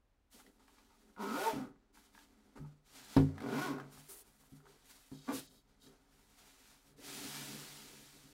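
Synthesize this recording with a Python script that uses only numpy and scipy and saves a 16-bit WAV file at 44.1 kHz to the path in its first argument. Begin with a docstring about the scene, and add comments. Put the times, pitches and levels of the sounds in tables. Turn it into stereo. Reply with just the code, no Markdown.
"""Unzipping a stiff case, close up

On a table in a quiet room, gloved hands unzip a stiff, fabric-covered case close to a stereo pair of microphones.
In three pulls the slider trips over the coil teeth: each kick drives the resonances of the hollow shell.
Shaped noise makes the cloth strokes, tape hiss and rubber rasp; decaying modes make the thumps and tab clicks.
At the end the case is slid round on the table; faint room tone and a deep hum lie underneath."""
import sys
import numpy as np
from scipy import signal
from scipy.fft import rfft, irfft, next_fast_len
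from scipy.io import wavfile
from scipy.ndimage import uniform_filter1d

SR = 44100
rng = np.random.default_rng(int(sys.argv[2]) if len(sys.argv) > 2 else 0)


def transcribe(signal):
    """Save signal, clipped to [-1, 1], as a 16-bit WAV file at the path in sys.argv[1]."""
    frames = np.atleast_2d(signal).T
    limited = np.clip(frames, -1, 1)
    pcm = np.round(limited * 32767).astype(np.int16)
    wavfile.write(sys.argv[1], SR, pcm)


N = 367337


def amp(db):
    """Decibels to gain."""
    return 10 ** (np.asarray(db) / 20)


def evened(x):
    """Scales to unit rms."""
    return x / np.sqrt(np.mean(x ** 2) + 1e-20)


def steadied(x, size=1800):
    """Scales to unit rms over every short stretch of size samples."""
    power = np.mean(np.atleast_2d(x) ** 2, 0)
    return x / np.sqrt(abs(uniform_filter1d(power, size)) + 1e-9)


def read(points, hz):
    """Reads a spectrum on a log-frequency axis."""
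    f, value = np.transpose(points)
    return np.interp(np.log(hz + 1), np.log(f + 1), value)


def add(mix, s, sound):
    """Adds a sound into the stereo mix at time s."""
    part = mix[:, round(s * SR):][:, :sound.shape[-1]]
    part += sound[..., :part.shape[1]]


def pair(size, likeness):
    """White noise for two microphones, partly alike."""
    left, other = rng.standard_normal((size, 2)).T
    c = np.clip(likeness, 0, 1)
    return np.array([left, c * left + np.sqrt(1 - c * c) * other])


def colour(x, points):
    """Gives x a spectrum at unit rms, falling away steeply below its first point."""
    size = next_fast_len(x.shape[-1] + 1024)
    hz = np.fft.rfftfreq(size, 1 / SR)
    gain = amp(read(points, hz)) * np.minimum(hz / points[0][0], 1) ** 2
    return evened(irfft(rfft(x, size) * gain, size)[..., :x.shape[-1]])


def resonate(x, peaks):
    """Passes x through parallel resonances (frequency [Hz], width [Hz], level [dB])."""
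    return sum(amp(db) * signal.lfilter(*signal.iirpeak(hz, hz / width, SR), x) for hz, width, db in peaks)


def panel(x, peaks):
    """Meets each resonance twice, by the tape and by the wall, with deep valleys between."""
    out = 0
    for hz, width, db in peaks:
        once = resonate(x, [(hz, width, db)])
        out = out + resonate(once, [(hz, width, 0)])
    return out


def ring(modes, t):
    """Free decay of struck modes (frequency [Hz], level [dB], t60 [s])."""
    return sum(amp(db - 60 * t / t60) * np.sin(2 * np.pi * hz * t) for hz, db, t60 in modes)


def wander(t, step):
    """A random line that takes a new course every step, its turning points of unit spread."""
    turns = rng.standard_normal(400)
    return np.interp(t / max(step, .005), np.arange(len(turns)), turns)


EDGE_DB = 25.5  # drop at either end of a hand movement, besides the fade of first contact


def swell(length, attack, release):
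    """A movement of the hand rises, holds and eases off: sample times [s] and level [dB]."""
    t = np.arange(0, length, 1 / SR)
    rising = np.maximum(1 - t / attack, 0)
    easing = np.maximum(1 - (length - t) / release, 0)
    touching = np.clip(4 * t / attack, .05, 1)  # the first contact fades in
    return t, 20 * np.log10(touching) - EDGE_DB * (rising ** 2 + easing ** 2)


def gated(x):
    """Softens both ends of a sound over 4 ms."""
    t = np.arange(x.shape[-1]) / SR
    return x * np.minimum(np.minimum(t, t[-1] - t) / .004, 1)


# The quiet room: (frequency [Hz], relative density [dB per Hz])
ROOM_TONE = [(15, -23.5), (25, -17.5), (52, -21.5), (75, -15.5), (164, -32.5), (221, -23), (359, -30),
             (648, -34), (895, -34), (15500, -57.5)]
# Deep hum: (frequency [Hz], rms level [dB])
HUM = [(32.3, -78.5), (48.4, -80)]
ROOM_TONE_DB = -76


def background():
    """Faint room tone is shaped noise; the deep hum under it is steady sines."""
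    t = np.arange(N) / SR
    hum = sum(amp(db) * np.sqrt(2) * np.sin(2 * np.pi * (hz * t + rng.random())) for hz, db in HUM)
    return amp(ROOM_TONE_DB) * colour(pair(N, 0.27), ROOM_TONE) + hum


# Coarse scraping of cloth: (frequency [Hz], relative density [dB per Hz])
SCRAPE = [(350, -30), (600, 3), (850, 8.5), (1050, 4), (1350, 8), (1650, 2), (2200, 2), (3000, -31.5)]
# Fine hiss of the fibres: (frequency [Hz], relative density [dB per Hz])
FIBRE = [(1500, 0), (2500, 2), (4200, 3.5), (7500, -1), (10000, -14.5), (15000, -21)]
# The topmost treble of cloth and tape: (frequency [Hz], relative density [dB per Hz])
SHEEN = [(6000, -20), (9300, -8), (11500, -10), (13000, -11), (15800, -14.5)]


def rub(level, hollow, press_db, scrape_db, sheen_db, grain_db):
    """Countless fibres catch and slip; the coarser slips scrape and stir the hollow shell."""
    size = len(level)
    catches = amp(grain_db * evened(uniform_filter1d(rng.standard_normal(size), size=70)))
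    shell_band = signal.butter(3, [115, 650], "band", fs=SR, output="sos")
    shell = signal.sosfilt(shell_band, resonate(catches * pair(size, 0.96), hollow))
    coarse = colour(catches ** 1.6 * pair(size, 0.24), SCRAPE)
    fine = catches * pair(size, 0.039)
    sound = amp(press_db) * steadied(shell, size=6000) + amp(scrape_db) * coarse
    sound += colour(fine, FIBRE) + amp(sheen_db) * colour(fine, SHEEN)
    return amp(level) * gated(sound)


# Gloves and sleeves stroking the cloth: (start [s], length [s], attack [s], release [s],
# fibre hiss [dB], pressure on the shell re hiss [dB], sheen re hiss [dB])
STROKES = [ (0.296, 0.31, 0.045, 0.34, -65.5, -12.5, 1), (0.334, 0.1, 0.011, 0.047, -91, 24, -5),
           (0.44, 0.082, 0.0094, 0.034, -84.5, 17, -3), (0.514, 0.18, 0.051, .08, -86.5, 11, -16),
           (0.589, 0.81, 0.012, 0.48, -75, -2.5, -4), (0.963, 0.6, 0.072, .12, -89.5, 15.5, 4),
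           (1.523, 0.2, 0.026, 0.11, -69, 17.5, -3), (1.688, 0.35, 0.034, 0.24, -86, 10, -25),
           (1.921, 0.25, 0.033, 0.16, -70.5, -4.5, -2.5), (2.106, 0.26, 0.046, 0.18, -68.5, -4.5, -3.5),
           (2.248, 0.72, 0.1, 0.33, -80.5, 5.5, -6), (2.55, 0.052, 0.012, 0.021, -70, 12.5, -4),
           (2.579, 0.14, 0.02, 0.24, -74, 2.5, 2), (2.811, 0.51, 0.19, 0.17, -58.5, -9.5, -5.5),
           (3.202, 0.66, 0.023, 0.21, -72.5, 15, -8), (3.784, 0.22, 0.032, 0.025, -73.5, 6, -7),
           (3.892, 0.27, 0.042, 0.18, -66.5, -6, 2.5), (4.197, 0.47, 0.061, 0.1, -76.5, -1, 3),
           (4.64, .27, 0.04, 0.064, -71.5, -5.5, -4), (4.831, 0.47, 0.073, 0.46, -64.5, -11, 0),
           (5.106, 0.35, 0.0065, 0.042, -74.5, 1, 2), (5.202, 0.245, 0.14, 0.098, -58.5, -7, -7),
           (5.311, 0.16, 0.042, 0.16, -47.5, -30, 2), (5.469, 0.18, 0.03, 0.08, -82, 7, 9),
           (5.595, 0.38, 0.066, 0.057, -82, 3, -7.5), (5.782, 0.14, 0.13, 0.1, -66, 2, 6),
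           (5.883, 0.4, 0.026, 0.17, -78, 1, -6), (6.065, 0.35, 0.09, 0.084, -74.5, -2.5, -1),
           (6.23, 0.65, 0.22, 0.13, -67, -9.5, -4), (6.793, 0.19, 0.061, 0.079, -74.5, -2, 0),
           (6.875, 0.18, 0.027, 0.033, -95.5, 25.5, -4), (6.981, 0.098, 0.015, 0.089, -82, 22, -5), ]
# A pinched pull tab drags briefly along the tape: the columns of STROKES
TUGS = [(4.079, .161, .015, .035, -68, -1, 13.5), (4.59, .21, .02, .04, -83, 11, 0),
        (5.855, .12, .012, .09, -80, 11, 0)]
# Shell under a rubbing hand while lifted: (frequency [Hz], width [Hz], level [dB])
LIFTED_SHELL = [(216, 19, 9.5), (278, 60, 6), (380, 67, -3)]
# The same shell resting on the table: (frequency [Hz], width [Hz], level [dB])
RESTING_SHELL = [(150, 12, 8.5), (211, 6.5, 6), (270, 36, -0.5), (358, 88, -6.5), (430, 53, -10.5)]
# Resonances under the pinched tab: (frequency [Hz], width [Hz], level [dB])
TAB = [(391, 66, 3), (425, 10, -5)]
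RESTING_S = 2.56  # strokes from here on find the case touching the table
SCRAPE_DB, SCRAPE_PER_PRESSURE = -1.5, 0.47  # scraping re hiss at 0 dB pressure; dB gained per dB of pressure
UNEVEN_DB, UNEVEN_S = 2, 0.02653  # a rubbing hand catches and lets go


def stroke(row, hollow, grain_db):
    """One uneven stroke over the cloth; the harder it presses, the more it scrapes."""
    start, length, attack, release, hiss_db, press_db, sheen_db = row
    t, effort = swell(length, attack, release)
    level = hiss_db + effort + UNEVEN_DB * wander(t, UNEVEN_S)
    scrape_db = SCRAPE_DB + SCRAPE_PER_PRESSURE * press_db
    return start, rub(level, hollow, press_db, scrape_db, sheen_db, grain_db)


# Pull tab and single teeth clicking: (time [s], level [dB], bright snap re clack, before a fixed trim [dB])
CLICKS = [(0.333, -81, 18), (0.4, -56, -14), (0.464, -60.5, 6), (0.68, -60.5, 6), (0.783, -59.5, 5.5),
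          (1.095, -67, -12), (1.163, -53.5, -9), (1.759, -66, -24), (1.954, -62, -15), (1.972, -53.5, -9),
          (2.149, -57, 3), (2.177, -51, -17), (2.189, -67.5, 18), (3.38, -44, -3.5), (3.404, -45.5, 1.5),
          (3.421, -48.5, 3.5), (3.435, -56, 6), (3.447, -60, -6), (3.783, -42, -7), (3.799, -39.5, -7),
          (3.974, -55.5, -7), (4.435, -67, -8), (4.602, -62, -15), (4.655, -60, -5), (4.665, -56, -10),
          (5.869, -61.5, 2), (6.98, -68, 11)]
# Dry clack of the wall, before random shading: (frequency [Hz], level [dB], t60 [s])
CLACK = [(820, 4, .02), (1020, 8, .014), (1300, 8, .016), (1560, 7, .016), (1930, 4, .014)]
# Hiss of the zipper tape: (frequency [Hz], relative density [dB per Hz])
TAPE = [(600, -43), (1500, 3), (2200, 7), (3500, 4.5), (5000, 1.5), (7000, -3), (10000, -6), (15500, -9.5)]


def click(s, db, snap_db):
    """The metal tab snaps against the slider and the wall answers with a dry clack."""
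    t = np.arange(int(.08 * SR)) / SR
    shades = rng.standard_normal((len(CLACK), 2))
    # no two clacks share quite the same pitches and levels
    modes = [(hz * (1 + 0.09 * a), level + 3 * b, t60) for (hz, level, t60), (a, b) in zip(CLACK, shades)]
    clack = ring(modes, t) * (1 - np.exp(-t / 0.0028))
    snap = colour(pair(len(t), 0.065), TAPE) * np.exp(-t / 0.0077)
    return s, amp(db) * (amp(2.5) * clack / abs(clack).max() + amp(snap_db - 8.5) * snap)


# Slider creeping over the coil: (start [s], length [s], level [dB], hiss re grinding [dB])
CREEPS = [(.385, 0.023, -65.5, -14), (.583, 0.056, -73, -14), (.68, 0.031, -74, -18), (.755, .075, -76, -2),
          (.875, 0.1, -72, -6), (2.553, 0.04, -58.5, -18), (2.6, 0.048, -71, -18), (2.638, 0.032, -63, -20),
          (4.63, 0.044, -72, -5)]
# Coil under a creeping slider: (frequency [Hz], width of each of two passes [Hz], level [dB])
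COIL = [(607, 220, -6.5), (880, 160, 6.5), (1245, 240, 6), (2000, 850, -10.5)]


def creep(row, grain_db):
    """The slider grinds a little way over the coil in a burst of tiny slips."""
    start, length, db, hiss_db = row
    t, effort = swell(length, .3 * length, .3 * length)
    slips = amp(grain_db * wander(t, .005)) * pair(len(t), .5)
    grinding = evened(panel(slips, COIL))
    return start, amp(db + effort) * gated(grinding + amp(hiss_db) * colour(slips, FIBRE))


def travelling(x, peaks, rate):
    """Each wall resonance swells and fades at random as the slider passes its nodes."""
    teeth = np.cumsum(rate) / SR
    return sum(amp(3 * wander(teeth, 12)) * panel(x, [peak]) for peak in peaks)


TURN_S = 0.0039  # time the slider takes to pass onto the next stretch of wall


def along(wall, drive, times, rate, buzz, rattle):
    """The slider passes from one stretch of wall to the next; low modes buzz and high ones rattle."""
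    reached = [1] + [np.clip((times - row[0]) / TURN_S + .5, 0, 1) for row in wall[1:]] + [0]
    out = 0
    for k, (_, buzz_db, rattle_db, peaks) in enumerate(wall):
        low = panel(drive, [p for p in peaks if p[0] < 700])
        high = travelling(drive, [p for p in peaks if p[0] >= 700], rate)
        share = np.sqrt(abs(reached[k] - reached[k + 1]))
        both = amp(buzz + buzz_db) * steadied(low) + amp(rattle + rattle_db) * steadied(high)
        out = out + share * both
    return out


# The wall sings out: (start [s], length [s], frequency [Hz], width of each of two passes [Hz], # level [dB],
# not scaled by the force of the pull)
SINGS = [(1.36, 0.046, 495, 149, -40), (1.445, 0.056, 878, 225, -33.5), (1.45, 0.055, 447, 90, -39),
         (3.574, 0.028, 1030, 90, -40), (3.606, 0.046, 1494, 90, -45.5), (3.674, 0.028, 1510, 90, -47),
         (3.682, 0.028, 290, 110, -40), (5.3, 0.022, 1150, 90, -46), (5.308, 0.026, 442, 130, -37.5)]
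SING_SWELL_S = 0.021


def singing(drive, start, end):
    """A wall resonance flares up while the teeth keep step with it."""
    out = np.zeros_like(drive)
    for s, length, hz, width, db in SINGS:
        if start < s < end:
            t, effort = swell(length, SING_SWELL_S, SING_SWELL_S)
            tone = panel(drive, [(hz, width, 0)])[:, round((s - start) * SR):][:, :len(t)]
            add(out, s - start, amp(db + effort) * evened(tone))
    return out


# Slider speed in each of the three pulls: (time [s], speed [teeth/s])
SPEED_1 = [(1.16, 75), (1.187, 215), (1.21, 222), (1.232, 188), (1.28, 205), (1.31, 218), (1.34, 262),
           (1.368, 335), (1.4, 385), (1.45, 446), (1.468, 456), (1.487, 414), (1.5, 442), (1.522, 430),
           (1.54, 190), (1.57, 262), (1.62, 270), (1.66, 220), (1.74, 110)]
SPEED_2 = [(3.385, 60), (3.44, 85), (3.48, 125), (3.52, 190), (3.62, 360), (3.648, 380), (3.72, 245),
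           (3.77, 110), (3.91, 60)]
SPEED_3 = [(5.265, 167), (5.322, 382), (5.345, 230), (5.49, 80)]
# Stretches of wall under the slider: (from [s], buzz [dB], rattle [dB],
# resonances as (frequency [Hz], width of each of two passes [Hz], level [dB]))
WALL_1 = [(1.16, 2.8, 4, [(249, 176, 11.5), (372, 140, 2), (1000, 260, 1), (1310, 230, 2),
          (1800, 700, -14.5)]), (1.366, 3.9, 2.5, [(396, 170, -1), (600, 200, 4), (794, 240, 3.5),
          (1160, 260, 2), (1415, 200, 3.5), (1730, 700, -8.5)]), (1.5, 4, -7, [(418, 150, -5),
          (610, 200, -2), (875, 250, -1), (1330, 350, 6), (1850, 700, -15)]),
          (1.528, 4.7, 1.5, [(165, 90, 1.5), (250, 90, 2.5), (420, 220, -9), (840, 250, 4), (1270, 400, 2),
          (1790, 700, -11)])]
WALL_2 = [(3.385, 6, 0.42, [(141.3, 14.5, 7), (279.3, 220, -2.5), (407, 122, -6), (560, 300, -14.5),
          (792, 65, 5.5), (1035, 200, 4.5), (1445, 310, 4), (1890, 860, -6)])]
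WALL_3 = [(5.265, 1.6, 0, [(265, 105, -1), (423, 125, -5), (560, 180, -14), (810, 160, 0.5),
          (1160, 126, 4.5), (1420, 560, -2.5), (1950, 1200, -14)]), (5.337, 4, 0, [(161, 70, 2.5),
          (260, 103, -2), (416, 200, -8), (830, 200, 0), (1300, 500, -2), (1950, 1200, -8)])]
# Mesh of the teeth, a row per pull: (force of the weaker row from 350 teeth/s up [ratio],
# timing jitter at 300 teeth/s [share of a tooth], waver [share of the speed], spread of tooth force [dB])
TEETH = [(.3, .026, .022, 2), (.55, .04, .03, 3.5), (.6, .09, .06, 3)]
# The hand's effort, a row per pull: (attack [s], release [s], force [dB], sag [dB/s], tape hiss re force [dB],
# loss of rattle once slowed by an octave or more [dB], loss of buzz far above 320 teeth/s [dB])
PULLS = [(0.07, 0.25, -44, 11, -0.5, 2.5, 2.5), (0.062, 0.13, -41, 21.5, 0, 0, 8.5),
         (0.035, 0.26, -38, 81, -15, 33, 1)]
BUZZ_DB_PER_OCTAVE, RATTLE_DB_PER_OCTAVE, HISS_DB_PER_OCTAVE = 4.5, 6, 10  # gain per doubling of speed
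RATTLE_POWER, HISS_POWER = 0.85, 1.34  # share of the effort's swell and sag in dB; the buzz follows it 1:1


def zip_pull(speed, pull, wall, teeth, sheen_db):
    """Teeth of the two rows part in turn; each kicks the wall and snaps with a short hiss."""
    attack, release, force_db, sag, hiss_db, slack_db, stiff_db = pull
    weak_side, jitter, waver, spread_db = teeth
    start, end = speed[0][0], speed[-1][0]
    t, effort = swell(end - start, attack, release)
    effort = effort - sag * t
    pace = np.interp(start + t, *np.transpose(speed))
    octaves = np.log2(pace / 300)

    fast = 1 - 1 / (1 + (pace / 320) ** 8)  # a fast slider shakes the low modes less
    buzz = effort + BUZZ_DB_PER_OCTAVE * octaves - stiff_db * fast
    slack = np.minimum(np.maximum.accumulate(octaves) - octaves, 1)  # the tape loosens as the slider brakes
    rattle = RATTLE_POWER * effort + RATTLE_DB_PER_OCTAVE * octaves - slack_db * slack
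    smooth_octaves = uniform_filter1d(octaves, size=4000)
    hiss = HISS_POWER * effort + HISS_DB_PER_OCTAVE * smooth_octaves + hiss_db

    slow_noise = uniform_filter1d(uniform_filter1d(rng.standard_normal(len(t)), size=500), size=500)
    rate = pace * (1 + waver * evened(slow_noise))
    at = np.flatnonzero(np.diff(np.floor(np.cumsum(rate) / SR)))  # one sample index per tooth
    late, force, snap = rng.standard_normal((len(at), 3)).T
    # a slow slider stumbles from tooth to tooth, a fast one runs evenly and sings
    tooth_rate = rate[at]
    stumble = np.minimum(300 / tooth_rate, 1.4)
    at = np.clip(at + jitter * stumble ** 2 * late * SR / tooth_rate, 0, len(t) - 1).astype(int)
    kicks, snaps = np.zeros((2, len(t)))
    # the weaker row is read at the shifted tooth times
    weaker = weak_side ** np.minimum(rate[at] / 350, 1) ** 2
    kicks[at] = amp(spread_db * force) * np.where(np.arange(len(at)) % 2, weaker, 1)
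    snaps[at] = kicks[at] * amp(0.57 * snap)

    # each tooth scrapes through the slider, dying with a 15 ms time constant
    scuff = steadied(signal.lfilter([1], [1, -np.exp(-1 / (0.015 * SR))], snaps))
    drive = steadied(kicks) + .25 * scuff * pair(len(t), .1)
    grit = (scuff + .5) * pair(len(t), .1) + .8 * steadied(snaps)
    brightness = amp(sheen_db) * amp(1.4 * (hiss - hiss.max()))  # a fast slider brightens the tape hiss
    tape = colour(grit, TAPE) + brightness * colour(grit, SHEEN)
    shell = along(wall, drive, start + t, rate, buzz, rattle)
    sound = amp(force_db) * (shell + amp(hiss) * steadied(tape) + 0)
    sound = sound + singing(drive, start, end)
    left, right = gated(sound)
    return start, np.array([left, np.roll(right, shift=7)])  # the zipper is nearer the left microphone


# Case meeting table or hand: (time [s], level [dB], hardness as a corner [Hz], table re case modes [dB])
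KNOCKS = [(1.53, -30.5, 103, -11), (2.572, -37, 49.7, 3), (2.597, -29.5, 140, -30),
          (2.6097, -33.5, 130, -41), (3.165, -14, 756, -4.5), (3.1862, -18.5, 422, -6),
          (3.208, -22, 327, -20), (3.978, -41.5, 131, -24), (4.519, -41.5, 203, -34),
          (5.116, -39.5, 500, -22), (5.866, -56, 490, -15), (8.239, -46, 139, -38)]
# Modes of the hollow case: (frequency [Hz], level [dB], t60 [s])
CASE = [(148.5, -1.5, 0.3), (213.5, -5, 0.17), (269, -0.5, 0.23), (295, 1, 0.08), (382, -8, 0.17),
        (406, -14, .13), (462, -12, 0.17), (511, -15, 0.13), (710, -17, 0.05), (800, -12, 0.04),
        (870, -18, 0.1), (1300, -19, 0.06)]
# Modes of the table: (frequency [Hz], level [dB], t60 [s])
TABLE = [(37.5, -10, .25), (92, -4, 0.41)]
# Cloth crushed by a blow: (frequency [Hz], relative density [dB per Hz])
CRUNCH = [(330, -6.5), (480, -16), (750, -1.5), (1300, -5.5), (2500, -1.5), (3700, 8), (5200, 5),
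          (6200, -14.5), (15000, -18)]
CRACK_S, CRACK_DB = .0042, -24  # time of the crack's peak [s]; its level at a 750 Hz corner [dB]


def knock(s, db, corner_hz, weight_db):
    """A blow rings case and table and crushes cloth; a soft contact builds slowly and leaves only low modes."""
    t = np.arange(int(.6 * SR)) / SR
    contact = 1 - np.exp(-t / (.0015 * 750 / corner_hz))
    case = signal.lfilter(*signal.butter(2, 95, "high", fs=SR), ring(CASE, t))
    body = (case + amp(weight_db) * ring(TABLE, t)) * contact
    cloth = colour(pair(len(t), 0.2), CRUNCH)
    crunch = 1.3 * cloth * np.exp(-t / 0.018)
    # the cloth cracks when a hard blow has pressed it flat
    crack = cloth * (t / CRACK_S) ** 3 * np.exp(3 * (1 - t / CRACK_S))
    blow = signal.lfilter(*signal.butter(2, corner_hz, fs=SR), 0.55 * body + amp(2.5) * crunch)
    bright = (corner_hz / 750) ** 2 * (amp(-30.0) * crunch + amp(CRACK_DB) * crack)
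    return s, amp(db) * (blow + bright)


# Rubber chafing on the lid: (start [s], length [s], attack [s], release [s], level [dB])
GLOVE = [(5.105, 0.51, 0.05, 0.19, -66), (5.49, 0.16, 0.064, 0.084, -72.5), (5.786, 0.13, 0.049, .06, -66)]
# Rubber on the weave: (frequency [Hz], width of each of two passes [Hz], level [dB])
RASP = [(3230, 190, -2), (3910, 440, 0.5), (4500, 480, 0.5), (5200, 420, -2.5), (6260, 3100, -7.5)]


def chafe(row, grain_db):
    """Rubber sticks and slips on the weave with a rough rasp."""
    start, length, attack, release, db = row
    t, effort = swell(length, attack, release)
    slips = amp(grain_db * wander(t, .005)) * pair(len(t), .3)
    return start, amp(db + effort) * gated(evened(panel(slips, RASP)))


# Case dragged round on the table, its speed given as the level of its hiss: (time [s], level [dB])
SLIDE = [(6.96, -81), (6.978, -69.5), (7.062, -52), (7.15, -50), (7.362, -48.5), (8.316, -67), (8.33, -66)]
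# The dragged shell: (frequency [Hz], width [Hz], level [dB])
DRAGGED_SHELL = [(146, 9, 11), (214, 16, 2), (285, 70, 0), (375, 50, -9)]
ROCK_DB, ROCK_S = 3, .06  # the dragged case rocks a little


def drag(press_db, scrape_db, sheen_db, grain_db, weight_share):
    """The case rocks as it turns on the table; its weight keeps the shell droning as the hiss fades."""
    s, db = np.transpose(SLIDE)
    t = np.arange(0, s[-1] - s[0], 1 / SR)
    level = np.interp(s[0] + t, s, db)
    pressure = press_db + weight_share * (level.max() - level) + ROCK_DB * wander(t, ROCK_S)
    return s[0], rub(level, DRAGGED_SHELL, pressure, scrape_db, sheen_db, grain_db)


# Decay of the room: (frequency [Hz], t60 [s])
ROOM_DECAY = [(100, 0.27), (400, 0.24), (2000, 0.17), (8000, 0.068), (16000, 0.021)]


def room(x):
    """Sparse reflections off table and walls, the treble dying first."""
    taps = rng.choice([-1., 1.], (2, SR // 2)) * (rng.random((2, SR // 2)) < .08)
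    taps[:, :130] = 0  # nothing returns in the first 3 ms
    hz, t, z = signal.stft(taps, SR, nperseg=256)
    apart = np.clip(hz / 900, 0, 1)[:, None] ** 2  # long waves reach both microphones alike
    z[1] = np.sqrt(1 - apart) * z[0] + np.sqrt(apart) * z[1]
    decay = amp(-60 * t / read(ROOM_DECAY, hz)[:, None])
    tail = signal.istft(z * decay, SR, nperseg=256)[1]
    return signal.fftconvolve(x, tail / np.linalg.norm(tail[0]), axes=1)[:, :N]


def scene():
    """Zipper, handling and knocks, a little left of centre before the close pair."""
    near, blows = np.zeros((2, 2, N))
    add(near, *zip_pull(SPEED_1, PULLS[0], WALL_1, TEETH[0], sheen_db=-9))
    add(near, *zip_pull(SPEED_2, PULLS[1], WALL_2, TEETH[1], sheen_db=-18))
    add(near, *zip_pull(SPEED_3, PULLS[2], WALL_3, TEETH[2], sheen_db=-22))
    for row in STROKES:
        shell = RESTING_SHELL if row[0] > RESTING_S else LIFTED_SHELL
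        add(near, *stroke(row, shell, grain_db=1.0))
    for row in CREEPS:
        add(near, *creep(row, grain_db=4))
    for row in TUGS:
        add(near, *stroke(row, TAB, grain_db=-1.0))
    add(near, *drag(press_db=-8.5, scrape_db=-9.0, sheen_db=-3.5, grain_db=0.96, weight_share=0.19))
    for row in GLOVE:
        add(near, *chafe(row, grain_db=3))
    for row in CLICKS:
        add(near, *click(*row))
    for row in KNOCKS:
        add(blows, *knock(*row))
    wet = room(amp(-8) * near + amp(-15) * blows)
    handling = (near + wet) * amp([[1.2], [-1.2]])  # left and right gains in dB
    return handling + blows * amp([[.5], [-.5]]) + background()


EDGE_HZ = 15830


def record(dry):
    """The recorder's band limit: a steep low-pass filter."""
    low_pass = signal.firwin(1023, EDGE_HZ, window=("kaiser", 9), fs=SR)
    return signal.oaconvolve(dry, low_pass[None], "same")


dry = scene()
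out = record(dry)
transcribe(out)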